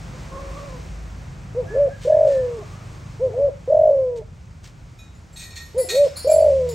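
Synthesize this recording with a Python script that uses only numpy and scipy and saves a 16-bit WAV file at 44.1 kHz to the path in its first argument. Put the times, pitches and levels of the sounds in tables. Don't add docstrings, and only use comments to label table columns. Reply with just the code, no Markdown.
import sys
import numpy as np
from scipy import signal
from scipy.fft import rfft, irfft
from scipy.io import wavfile
from scipy.ndimage import uniform_filter1d

SR = 44100
rng = np.random.default_rng(int(sys.argv[2]) if len(sys.argv) > 2 else 0)


def wav_record(signal):
    frames = np.transpose(np.atleast_2d(signal))
    bounded = np.clip(frames, -1, 1)
    quanta = np.round(bounded * 32767).astype(np.int16)
    wavfile.write(sys.argv[1], SR, quanta)


N = 297234
TIME = np.arange(N) / SR

# (time [s], wash [dB], leaves [dB])
AIR_LEVELS = [(0.0, -54.5, -48), (0.43, -52, -47), (0.9, -55.5, -49.5), (1.34, -57, -54), (2.6, -55, -49),
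              (2.91, -56.5, -50.5), (3.31, -61.5, -54.5), (4.56, -65.5, -60), (4.81, -63.5, -58.5),
              (5.3, -66, -59), (6.1, -60, -48.5)]
# (frequency [Hz], density [dB])
RUMBLE_SPECTRUM = [(20, -44), (30, -34.5), (40, 1), (60, 1), (85, 2), (120, 0), (170, -5), (230, -13),
                   (330, -25), (700, -69.5)]
# (frequency [Hz], density [dB])
WASH_SPECTRUM = [(120, -26.5), (260, 1.5), (500, -1), (900, -3.5), (1400, -6.5), (2500, -14), (5000, -46.5)]
# (frequency [Hz], density [dB])
LEAF_SPECTRUM = [(900, -7), (2200, 5.5), (3500, 1.5), (6500, 1.5), (8800, -4), (10000, -10.5), (12000, -14),
                 (15500, -17.5)]
# (rotation [Hz], nearest at [s], time to -6 dB [s], harmonics 2, 3, 6 [dB])
MOTOR_PASSES = [(26.5, 0.6, 1.6, -40, -51, -46.5), (26.35, 6.88, 0.42, -60.5, -30.5, -38.5)]
# (time [s], firing rate [Hz], level [dB])
BIKE_TRACK = [(.4, 26.5, -62), (1.4, 27, -41.5), (1.9, 25.5, -43), (2.5, 24.6, -44), (3.2, 24.6, -40),
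              (3.5, 23.5, -44), (4.4, 23.5, -50)]
# (multiple of firing rate, level [dB])
BIKE_HARMONICS = [(4, 0), (5, 0), (6, -7), (7, -9.5)]
# (time [s], pitch [Hz], fundamental [dB], octave [dB], hoarseness [share of pitch])
FOWL_CALLS = [
    [(0.13, 495, -52, -60, 0.0088), (0.155, 515.5, -42, -48, .01), (0.2, 508, -64, -61, 0.0091),
     (0.305, 523.4, -62, -64, 0.017), (0.32, 535, -39, -36.5, .012), (0.37, 542, -35.5, -37, .02),
     (0.44, 552, -41.5, -48, 0.036), (0.5, 549.7, -41, -49, 0.049), (0.575, 569, -38.5, -38, 0.041),
     (0.67, 551.6, -40, -50.5, 0.035), (0.76, 506, -41.5, -45, 0.024), (0.82, 418, -51, -65, .03)],
    [(2.5, 547, -59, -54, .05), (2.63, 555, -60, -47, .05), (2.7, 586, -67, -52, .07),
     (2.78, 627, -58, -50, .07), (2.87, 602, -66, -59, 0.066), (2.95, 559, -67, -54, 0.058),
     (3.12, 537, -66, -55, .05)],
]
# (time [s], rise [s], fall [s], start [Hz], top [Hz], end before release [Hz],
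# gain [dB], quiver delay [s], quiver depth [0-1])
ARCHED_COOS = [(1.548, 0.04, 0.061, 406, 509, 346, 1, 0.11, 0.7),
               (1.7, 0.11, 0.079, 348.5, 576.4, 516, -0.5, 0.059, 0.66),
               (3.195, 0.043, 0.071, 413, 530, 414, 1, 0.071, 0.33),
               (3.311, 0.13, 0.057, 428.4, 572, 520, -1, 0.085, 0.67),
               (5.745, 0.048, 0.06, 396, 526, 352, 2, 0.071, 0.14),
               (5.88, 0.13, 0.068, 364.3, 583, 516, 1.5, 0.062, 0.54)]
# (time [s], length [s], top [Hz], gain [dB], first trill rate [Hz])
TRILLED_COOS = [(2.05, 0.58, 611, -0.5, 42.57), (3.676, 0.55, 619.5, -0.1, 44),
                (6.246, 0.52, 617.5, 0.4, 42.7)]
# (pitch [Hz], level [dB])
CROP_RESPONSE = [(340, -45.5), (430, -33), (460, -30.5), (487, -24), (513, -19.5), (545, -16.5), (575, -13),
                 (620, -12.5)]
# (time [s], level [dB], length [s])
PUFF_BURSTS = [(1.635, -42, 0.078), (3.285, -51, 0.054), (3.337, -38, .03), (5.845, -43.5, 0.04),
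               (5.91, -41, .04)]
# (frequency [Hz], density [dB])
PUFF_SPECTRUM = [(250, -26), (420, -3.5), (560, -2), (700, 9), (850, -16.5), (1400, -48)]
# (time [s], length [s], mid pitch [Hz], glide [Hz], level [dB])
BIRD_WHISTLES = [(1.668, 0.11, 1712, 110.5, -40), (1.899, 0.068, 1650, 52.5, -42),
                 (2.116, 0.036, 1723, 70, -45), (2.276, 0.22, 1766, -130, -48.5)]
# (time [s], level [dB], length [s])
RUSTLE_BURSTS = [(2.01, -46, 0.11), (2.263, -46.5, 0.16), (4.157, -52.5, 0.058), (4.631, -48.5, 0.081),
                 (6.028, -43, 0.089)]
# (frequency [Hz], density [dB])
RUSTLE_SPECTRUM = [(500, -5), (1200, -4.5), (2600, 1), (4500, -1), (8000, -3.5), (10000, -13.5),
                   (15500, -21.5)]
# (frequency [Hz], level [dB], t60 [s])
LIGHT_PIECE_MODES = [(1330, -17, .32), (2470, -5, .21), (3494, -13, .18), (3720, -10, .26), (3850, -5, .28),
                     (5510, -9, .3), (6602, -7, .22), (7300, -10, .22), (9420, -16, .18), (11000, -14, .16),
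                     (11740, -11, .22), (14220, -21, .18)]
# (time [s], level [dB], most excited [Hz], relative tick [dB])
TOOL_TOUCHES = [(5.145, -58, 7000, -14), (5.327, -53, 7631, -1), (5.778, -32.5, 9202, -3),
                (5.783, -47, 1990, -14), (5.786, -31, 10420, -9), (5.8, -29.5, 10574, -23),
                (5.803, -33.5, 7631, -17), (6.05, -49, 5249, -17), (6.158, -35, 4198, -13),
                (6.17, -41, 4567, -12), (6.28, -45, 4567, -12), (6.166, -33, 9202, 2),
                (6.17, -41.5, 10574, -4), (6.2, -48, 5249, -8), (6.273, -38, 7000, 3),
                (6.298, -31, 7631, -5), (6.284, -41, 2363, -16), (6.31, -31, 11184, 0),
                (6.33, -38, 8682, -6), (6.688, -40, 7270, 4.5)]
# (frequency [Hz], level [dB], t60 [s])
STEEL_TOOL_MODES = [(1840, -12, .2), (1990, -7, .26), (2363, -1, .32), (3740, -11, .25), (3880, -15, .3),
                    (4120, -8, .22), (4198, -3, .38), (4567, 2, .46), (4905, -6, .36), (5249, -2, .48),
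                    (6997, -3, .3), (7631, -1, .24), (8682, -8, .3), (9202, -2, .22), (10420, -7, .18),
                    (10574, 0, .28), (11184, -5, .26), (13170, -13, .25), (13700, -5, .2), (14310, -6, .2),
                    (14632, -1, .22), (14870, -3, .2)]
# (frequency [Hz], density [dB])
TICK_SPECTRUM = [(1500, 5), (3000, -5), (4500, 9), (6200, -2), (7200, 13), (8500, -7), (9600, -14),
                 (11100, 15.5), (12500, -11), (14600, 7), (15500, -1)]
# (time [s], level [dB], tilt [dB/octave], most excited [Hz], relative crash [dB])
METAL_KNOCKS = [(5.359, -40.5, 2, 4361, -3), (5.366, -38.5, 2, 8400, -1), (5.394, -42.5, 5, 6400, 6),
                (5.408, -50, -2, 3850, 5), (5.415, -44, -3, 6923, 7.5), (5.432, -40, 3, 2470, -2),
                (5.452, -46, -6, 1865, -6), (5.503, -44, 1, 2470, -1), (5.524, -46.5, -2, 2330, -11),
                (5.556, -37.5, 5, 4290, 3), (5.564, -37.5, -3, 1865, -0.5), (5.572, -40.5, 0, 3610, -1),
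                (5.615, -47.5, 3, 11740, -2), (5.652, -49.5, 6, 5510, -5), (5.887, -26, 1.5, 4290, 1.5),
                (5.892, -37, -5, 2470, -8), (5.896, -27, 4, 3799, 2.5), (5.9, -34, 6, 1865, -5),
                (5.915, -35, 4, 6602, -7), (5.947, -34, 8, 10400, 6.5)]
# (frequency [Hz], level [dB], t60 [s])
HEAVY_PIECE_MODES = [(1865, -3, .26), (1925, -8, .22), (2330, -11, .18), (2590, -11, .18), (3610, -7, .2),
                     (3799, -4, .21), (4180, -8, .16), (4290, -1.5, .24), (4361, -5, .18), (4646, -13, .2),
                     (6400, -8, .18), (6923, -10, .2), (8075, -13, .26), (8400, -9, .22), (10400, -18, .16),
                     (12880, -24, .2), (15400, -25, .14)]
# (frequency [Hz], density [dB])
CRASH_SPECTRUM = [(700, -24), (1400, -8), (2000, -5.5), (2450, 3), (2950, -9), (3900, 4), (5200, -7),
                  (6800, 1), (8500, -5.5), (9500, -13), (11500, -31), (13000, -19), (15500, -18)]
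# (frequency [Hz], lag [cycles])
LEFT_PORT_LAG = [(8700, 0), (9100, .25), (10100, .5), (11900, 1), (12400, 1), (13300, 1.47), (14300, 1.53),
                 (15300, 2)]


def undb(db):
    return 10 ** (np.asarray(db) / 20)


def unit(x):
    return x / np.sqrt(np.mean(x ** 2))


def curves(rows):
    times_s, *columns = np.transpose(rows)
    return [np.interp(TIME, times_s, column) for column in columns]


def during(rows, fade_s):
    return np.clip(1 + np.minimum(TIME - rows[0][0], rows[-1][0] - TIME) / fade_s, 0, 1)


def ramps(age_s, attack_s, release_s):
    return np.minimum(np.minimum(age_s / attack_s, (age_s[-1] - age_s) / release_s), 1)


def bursts(rows):
    ages = [(np.maximum(TIME - at_s, 0) / length_s * 4, db) for at_s, db, length_s in rows]
    return sum(undb(db) * age * np.exp(1 - age) for age, db in ages)


def walk(rate_hz):
    hold = max(int(SR / rate_hz), 2)
    steps = np.repeat(rng.standard_normal(N // hold + 1), hold)
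    return unit(uniform_filter1d(uniform_filter1d(steps, hold), hold)[:N])


def noise(spectrum, side_db, widen_db_per_oct=0):
    hz, db = np.transpose(spectrum)
    octaves = np.log2(np.arange(N // 2 + 1) * SR / N + 1)
    gain = undb(np.interp(octaves, np.log2(hz), db))
    width = undb(np.minimum(side_db + widen_db_per_oct * (octaves - np.log2(hz[np.argmax(db)])), 0))
    mid, side = (irfft(rfft(rng.standard_normal(N)) * g, N) for g in (gain, gain * width))
    return (mid + side * np.array([[1], [-1]])) / mid.std()


def add(out, at_s, sound):
    i = int(at_s * SR)
    out[:, i:i + sound.shape[1]] += sound[:, :max(N - i, 0)]


def open_air(rumble_db=-36.5, fade_db_per_s=1.26):
    wash_db, leaves_db = curves(AIR_LEVELS)
    rumble = noise(RUMBLE_SPECTRUM, -18.5, widen_db_per_oct=7) * undb(rumble_db - fade_db_per_s * TIME)
    wash = noise(WASH_SPECTRUM, -7.5, widen_db_per_oct=2) * undb(wash_db + 8 + walk(4.22))
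    leaves = noise(LEAF_SPECTRUM, -24, widen_db_per_oct=-40) * undb(leaves_db - 1.5 + walk(12))
    return rumble + wash + leaves


def motor_hum(wobble=.0041, throb_db=2.1):
    out = np.zeros(N)
    for hz, nearest_s, passing_s, *levels_db in MOTOR_PASSES:
        phase = phase_of(hz * (1 + wobble * walk(8.5)))
        harmonics = sum(undb(db + throb_db * walk(9)) * np.sin(k * phase)
                        for k, db in zip((2, 3, 6), levels_db))
        out += np.sqrt(2) * harmonics / (1 + ((TIME - nearest_s) / passing_s) ** 2)
    return out


def phase_of(hz):
    return 2 * np.pi * np.cumsum(hz) / SR


def motorbike(wobble=.007, throb_db=.5):
    firing_hz, db = curves(BIKE_TRACK)
    phase = phase_of(firing_hz * (1 + wobble * walk(8.2)))
    harmonics = sum(undb(line_db + throb_db * walk(1.9)) * np.sin(k * phase + rng.uniform(0, 2 * np.pi))
                    for k, line_db in BIKE_HARMONICS)
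    return np.sqrt(2) * during(BIKE_TRACK, fade_s=.63) * undb(db) * harmonics


def fowl(shimmer_db=1.5):
    out = np.zeros(N)
    for call in FOWL_CALLS:
        hz, fundamental_db, octave_db, hoarseness = curves(call)
        phase = phase_of(hz * (1 + hoarseness * walk(250)))
        voice = undb(fundamental_db) * np.sin(phase) + undb(octave_db) * np.sin(2 * phase)
        out += during(call, fade_s=.015) * undb(shimmer_db * walk(90)) * voice
    return out


def porch(x, wet_db, t60_s, side_db, gap_s=.016):
    age_s = TIME[:SR // 2]
    mid, side = rng.standard_normal((2, len(age_s))) * undb(-60 * age_s / t60_s) * (age_s > gap_s)
    tail = (mid + undb(side_db) * side * np.array([[1], [-1]])) / np.sqrt(np.sum(mid ** 2))
    return x + undb(wet_db) * signal.fftconvolve(np.atleast_2d(x), tail, axes=1)[:, :N]


def arched_coo(at_s, rise_s, fall_s, start_hz, top_hz, end_hz, db, quiver_s, depth):
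    max_climb_s, release_hz, release_s, quiver_hz = .11, 64, .015, 94.6
    age_s = TIME[:int((rise_s + fall_s) * SR)]
    left_s = rise_s + fall_s - age_s
    climbing = np.clip((rise_s - age_s) / min(rise_s, max_climb_s), 0, 1) ** 1.7
    falling = np.clip((age_s - rise_s) / fall_s, 0, 1) ** 2
    release = np.clip(1 - left_s / release_s, 0, 1)
    hz = top_hz - (top_hz - start_hz) * climbing - (top_hz - end_hz) * falling - release_hz * release
    catch = 1 - .46 * np.exp(-((left_s - .023) / .0029) ** 2)
    gain = undb(db) * catch * ramps(age_s, attack_s=.00089, release_s=.0032)
    beat_phase = 2 * np.pi * quiver_hz * (age_s - quiver_s)
    quiver = depth * np.exp(-((age_s - quiver_s) / .026) ** 2)
    return at_s, hz, gain, beat_phase, quiver


def throat_flutter(beat_phase, depth, snap=1.9):
    beat = np.sin(beat_phase / 2) ** 2
    gate = np.tanh(snap * beat ** 1.884) / np.tanh(snap)
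    opening = (1 - depth + depth * gate) / np.hypot(1 - depth + depth * gate.mean(), depth * gate.std())
    return opening, depth * (beat - .8)


def dove(bend_hz=65, slip_hz=125, husky_below_hz=480, octave_db=-53, rasp_db=-19, air_db=-39):
    layers = np.zeros((4, N))
    chance = np.array([np.tanh(2 * walk(110) + 1.3), walk(150), walk(130), walk(900)])
    coos = [arched_coo(*row) for row in ARCHED_COOS] + [trilled_coo(*row) for row in TRILLED_COOS]
    for at_s, hz, gain, beat_phase, depth in coos:
        span = int(at_s * SR) + np.arange(len(hz))
        slips, waver, shimmer, grit = np.take(chance, span, axis=1, mode="wrap")
        opening, swing = throat_flutter(beat_phase, depth)
        slip = np.maximum(1 - opening, 0) * slips
        husky = np.clip((husky_below_hz - hz) / 70, 0, 1)
        jitter, shimmer_db = .004 + .03 * husky, .3 + 2.5 * husky
        phase = phase_of(hz * (1 + jitter * waver) + bend_hz * swing + slip_hz * slip)
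        level = undb(np.interp(hz, *np.transpose(CROP_RESPONSE)) + shimmer_db * shimmer)
        gate = np.sqrt(2) * gain * opening
        tone = gate * level * np.sin(phase)
        octave = gate * undb(octave_db) * (level + 1) * np.sin(2 * phase)
        rasp = undb(rasp_db) * 2 * np.abs(swing) * grit * tone
        add(layers, at_s, np.array([tone, octave, rasp, gate * np.sqrt(level)]))
    tone, octave, rasp, flow = layers
    crop_band = signal.butter(4, [560, 1040], "bandpass", fs=SR, output="sos")
    air_band = signal.butter(3, [560, 670], "bandpass", fs=SR, output="sos")
    air = unit(signal.sosfilt(air_band, rng.standard_normal(N)))
    return tone + signal.sosfilt(crop_band, octave + rasp) + undb(air_db) * flow * air


def echoes(x, roof_s=.0115, roof_db=-21, wall_s=.068, wall_db=-28):
    return x + sum(undb(db) * np.interp(TIME - lag_s, TIME, x, left=0)
                   for lag_s, db in [(roof_s, roof_db), (wall_s, wall_db)])


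def afterring(x, hz=570, t60_s=.2, db=-24):
    resonator = signal.iirpeak(hz, np.pi * hz * t60_s / np.log(1000), fs=SR)
    return x + undb(db) * signal.lfilter(*resonator, x)


def air_puffs():
    return noise(PUFF_SPECTRUM, side_db=-17.5) * bursts(PUFF_BURSTS)


def small_bird(arch_hz=39, waver=.012, shimmer_db=2):
    out = np.zeros(N)
    for at_s, length_s, mid_hz, glide_hz, db in BIRD_WHISTLES:
        along = np.clip((TIME - at_s) / length_s, 0, 1) - .5
        hz = mid_hz + glide_hz * along - arch_hz * (2 * along) ** 2
        envelope = np.sqrt(np.abs(np.cos(np.pi * along))) * undb(db + shimmer_db * walk(70))
        out += envelope * np.sin(phase_of(hz * (1 + waver * walk(150))))
    return out


def throat_closing(lead_s=.016, length_s=.03, start_hz=686, fall_hz=70, arched_db=-30.5, trilled_db=-37.5):
    out = np.zeros(N)
    ends = [(at_s + rise_s + fall_s, arched_db) for at_s, rise_s, fall_s, *_ in ARCHED_COOS[1::2]]
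    ends += [(at_s + coo_s, trilled_db) for at_s, coo_s, *_ in TRILLED_COOS]
    rough = 1 + .07 * walk(400)
    for end_s, db in ends:
        along = np.clip((TIME - end_s + lead_s) / length_s, 0, 1)
        out += undb(db) * np.sin(np.pi * along) * np.sin(phase_of((start_hz - fall_hz * along) * rough))
    return out


def rustles(flicker_db=2):
    return noise(RUSTLE_SPECTRUM, side_db=-28) * undb(flicker_db * walk(300)) * bursts(RUSTLE_BURSTS)


def trilled_coo(at_s, length_s, top_hz, db, trill_hz):
    start_hz, rise_s, hold_until_s = 479, .0473, .2
    sink_to_hz, sink_s, drop_hz, drop_s = 441.7, .38, 57, .063
    first_beat_s, rate_doubling_s, trill_until_s, trill_fade_s = .0305, .375, .21, .066
    age_s = TIME[:int(length_s * SR)]
    rising = np.maximum(1 - age_s / rise_s, 0)
    sinking = np.clip((age_s - hold_until_s) / sink_s, 0, 2) ** .64
    dropping = np.clip(1 + (age_s - length_s) / drop_s, 0, 1)
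    hz = top_hz - (top_hz - start_hz) * rising - (top_hz - sink_to_hz) * sinking - drop_hz * dropping
    uneven = 1 + .03 * walk(70)[:len(age_s)]
    beat_phase = phase_of(trill_hz * uneven * (1 + ((age_s - first_beat_s) / rate_doubling_s) ** 2))
    beat_phase += np.pi - np.interp(first_beat_s, age_s, beat_phase)
    onset = np.minimum(age_s / (.7 * first_beat_s), 1) ** 3
    depth = .85 * onset * np.exp(-np.maximum(age_s - trill_until_s, 0) / trill_fade_s)
    first_beat_db = -2 * np.exp(-((age_s - first_beat_s) / .011) ** 2)
    gain = undb(db + first_beat_db) * ramps(age_s, attack_s=.001, release_s=.01)
    return at_s, hz, gain, beat_phase, depth


def ring(modes, gains, detune):
    hz, _, t60_s = np.transpose(modes)[:, :, None]
    hz = hz * (1 + detune * rng.standard_normal(hz.shape))
    age_s = TIME[:SR * 2 // 5]
    decay = gains[:, None] / np.linalg.norm(gains) * undb(-60 * age_s / t60_s)
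    return np.sqrt(2) * (decay * np.sin(2 * np.pi * hz * age_s + rng.uniform(0, 2 * np.pi, hz.shape))).sum(0)


def graze(sound, rise_s):
    return sound * (1 - np.exp(-TIME[:sound.shape[1]] / rise_s))


def ping(at_s=4.986, db=-46.5, tilt_db_per_oct=-2.5, t60_ratio=1.6):
    out = np.zeros((2, N))
    hz, mode_db, t60_s = np.transpose(LIGHT_PIECE_MODES)
    gains = undb(mode_db + tilt_db_per_oct * np.log2(hz))
    body = ring(np.transpose([hz, mode_db, t60_ratio * t60_s]), gains, detune=.001)
    add(out, at_s, undb(db) * graze(np.array([body, body]), rise_s=.003))
    return out


def bounces(hits, gap_s, loss_db, count):
    for at_s, db, *colour in hits:
        for k, wait_s in enumerate(gap_s * rng.uniform(.5, 1.5, count)):
            yield at_s, db - k * loss_db, *colour
            at_s += wait_s


def contact(source, t60_s, samples):
    i = rng.integers(0, N - samples)
    return source[:, i:i + samples] * undb(-60 * TIME[:samples] / t60_s)


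def tool_clinks(focus_db=24, scatter_db=.5):
    out = np.zeros((2, N))
    tick_noise = noise(TICK_SPECTRUM, side_db=-24)
    hz, mode_db, _ = np.transpose(STEEL_TOOL_MODES)
    for at_s, db, main_hz, tick_db in bounces(TOOL_TOUCHES, gap_s=.016, loss_db=5.5, count=2):
        falloff_db = focus_db * np.abs(np.log2(hz / main_hz)) ** .27
        gains = undb(mode_db - falloff_db - scatter_db * rng.standard_normal(len(hz)))
        body = ring(STEEL_TOOL_MODES, gains, detune=.0018)
        tick = undb(tick_db) * contact(tick_noise, t60_s=.1, samples=len(body))
        add(out, at_s, undb(db) * graze(body + tick, rise_s=.003))
    return out


def clatter(scatter_db=3, focus_db=10, focus_oct=.025):
    out = np.zeros((2, N))
    crash_noise = noise(CRASH_SPECTRUM, side_db=-13)
    modes = LIGHT_PIECE_MODES + HEAVY_PIECE_MODES
    hz, mode_db, _ = np.transpose(modes)
    knocks = bounces(METAL_KNOCKS, gap_s=.011, loss_db=7, count=3)
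    for at_s, db, tilt_db_per_oct, main_hz, crash_db in knocks:
        boost_db = focus_db * np.exp(-(np.log2(hz / main_hz) / focus_oct) ** 2)
        tilt_db = tilt_db_per_oct * np.log2(hz)
        gains = undb(mode_db + boost_db + tilt_db + scatter_db * rng.standard_normal(len(hz)))
        body = ring(modes, gains, detune=.007)
        crash = undb(crash_db) * contact(crash_noise, t60_s=.11, samples=len(body))
        add(out, at_s, undb(db) * graze(body + crash, rise_s=.004))
    return out


def scene():
    street = motor_hum() + motorbike()
    puffs = air_puffs()
    voice = afterring(echoes(dove() + throat_closing()))
    near = porch(voice + puffs, wet_db=-19, t60_s=.3, side_db=0)
    metal = porch(ping() + clatter() + tool_clinks(), wet_db=-7, t60_s=.33, side_db=-5)
    far = porch(fowl() + small_bird(), wet_db=-6.5, t60_s=.55, side_db=2)
    return near + metal + far + street + open_air() + rustles()


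def record(dry, cutoff_hz=15750):
    lag_rad = 2 * np.pi * np.interp(np.arange(N // 2 + 1) * SR / N, *np.transpose(LEFT_PORT_LAG))
    left = irfft(rfft(dry[0]) * np.exp(-1j * lag_rad), N)
    lowpass = signal.ellip(8, .2, 70, cutoff_hz, fs=SR, output="sos")
    return signal.sosfilt(lowpass, np.array([left, dry[1]]))


dry = scene()
out = record(dry)
wav_record(out)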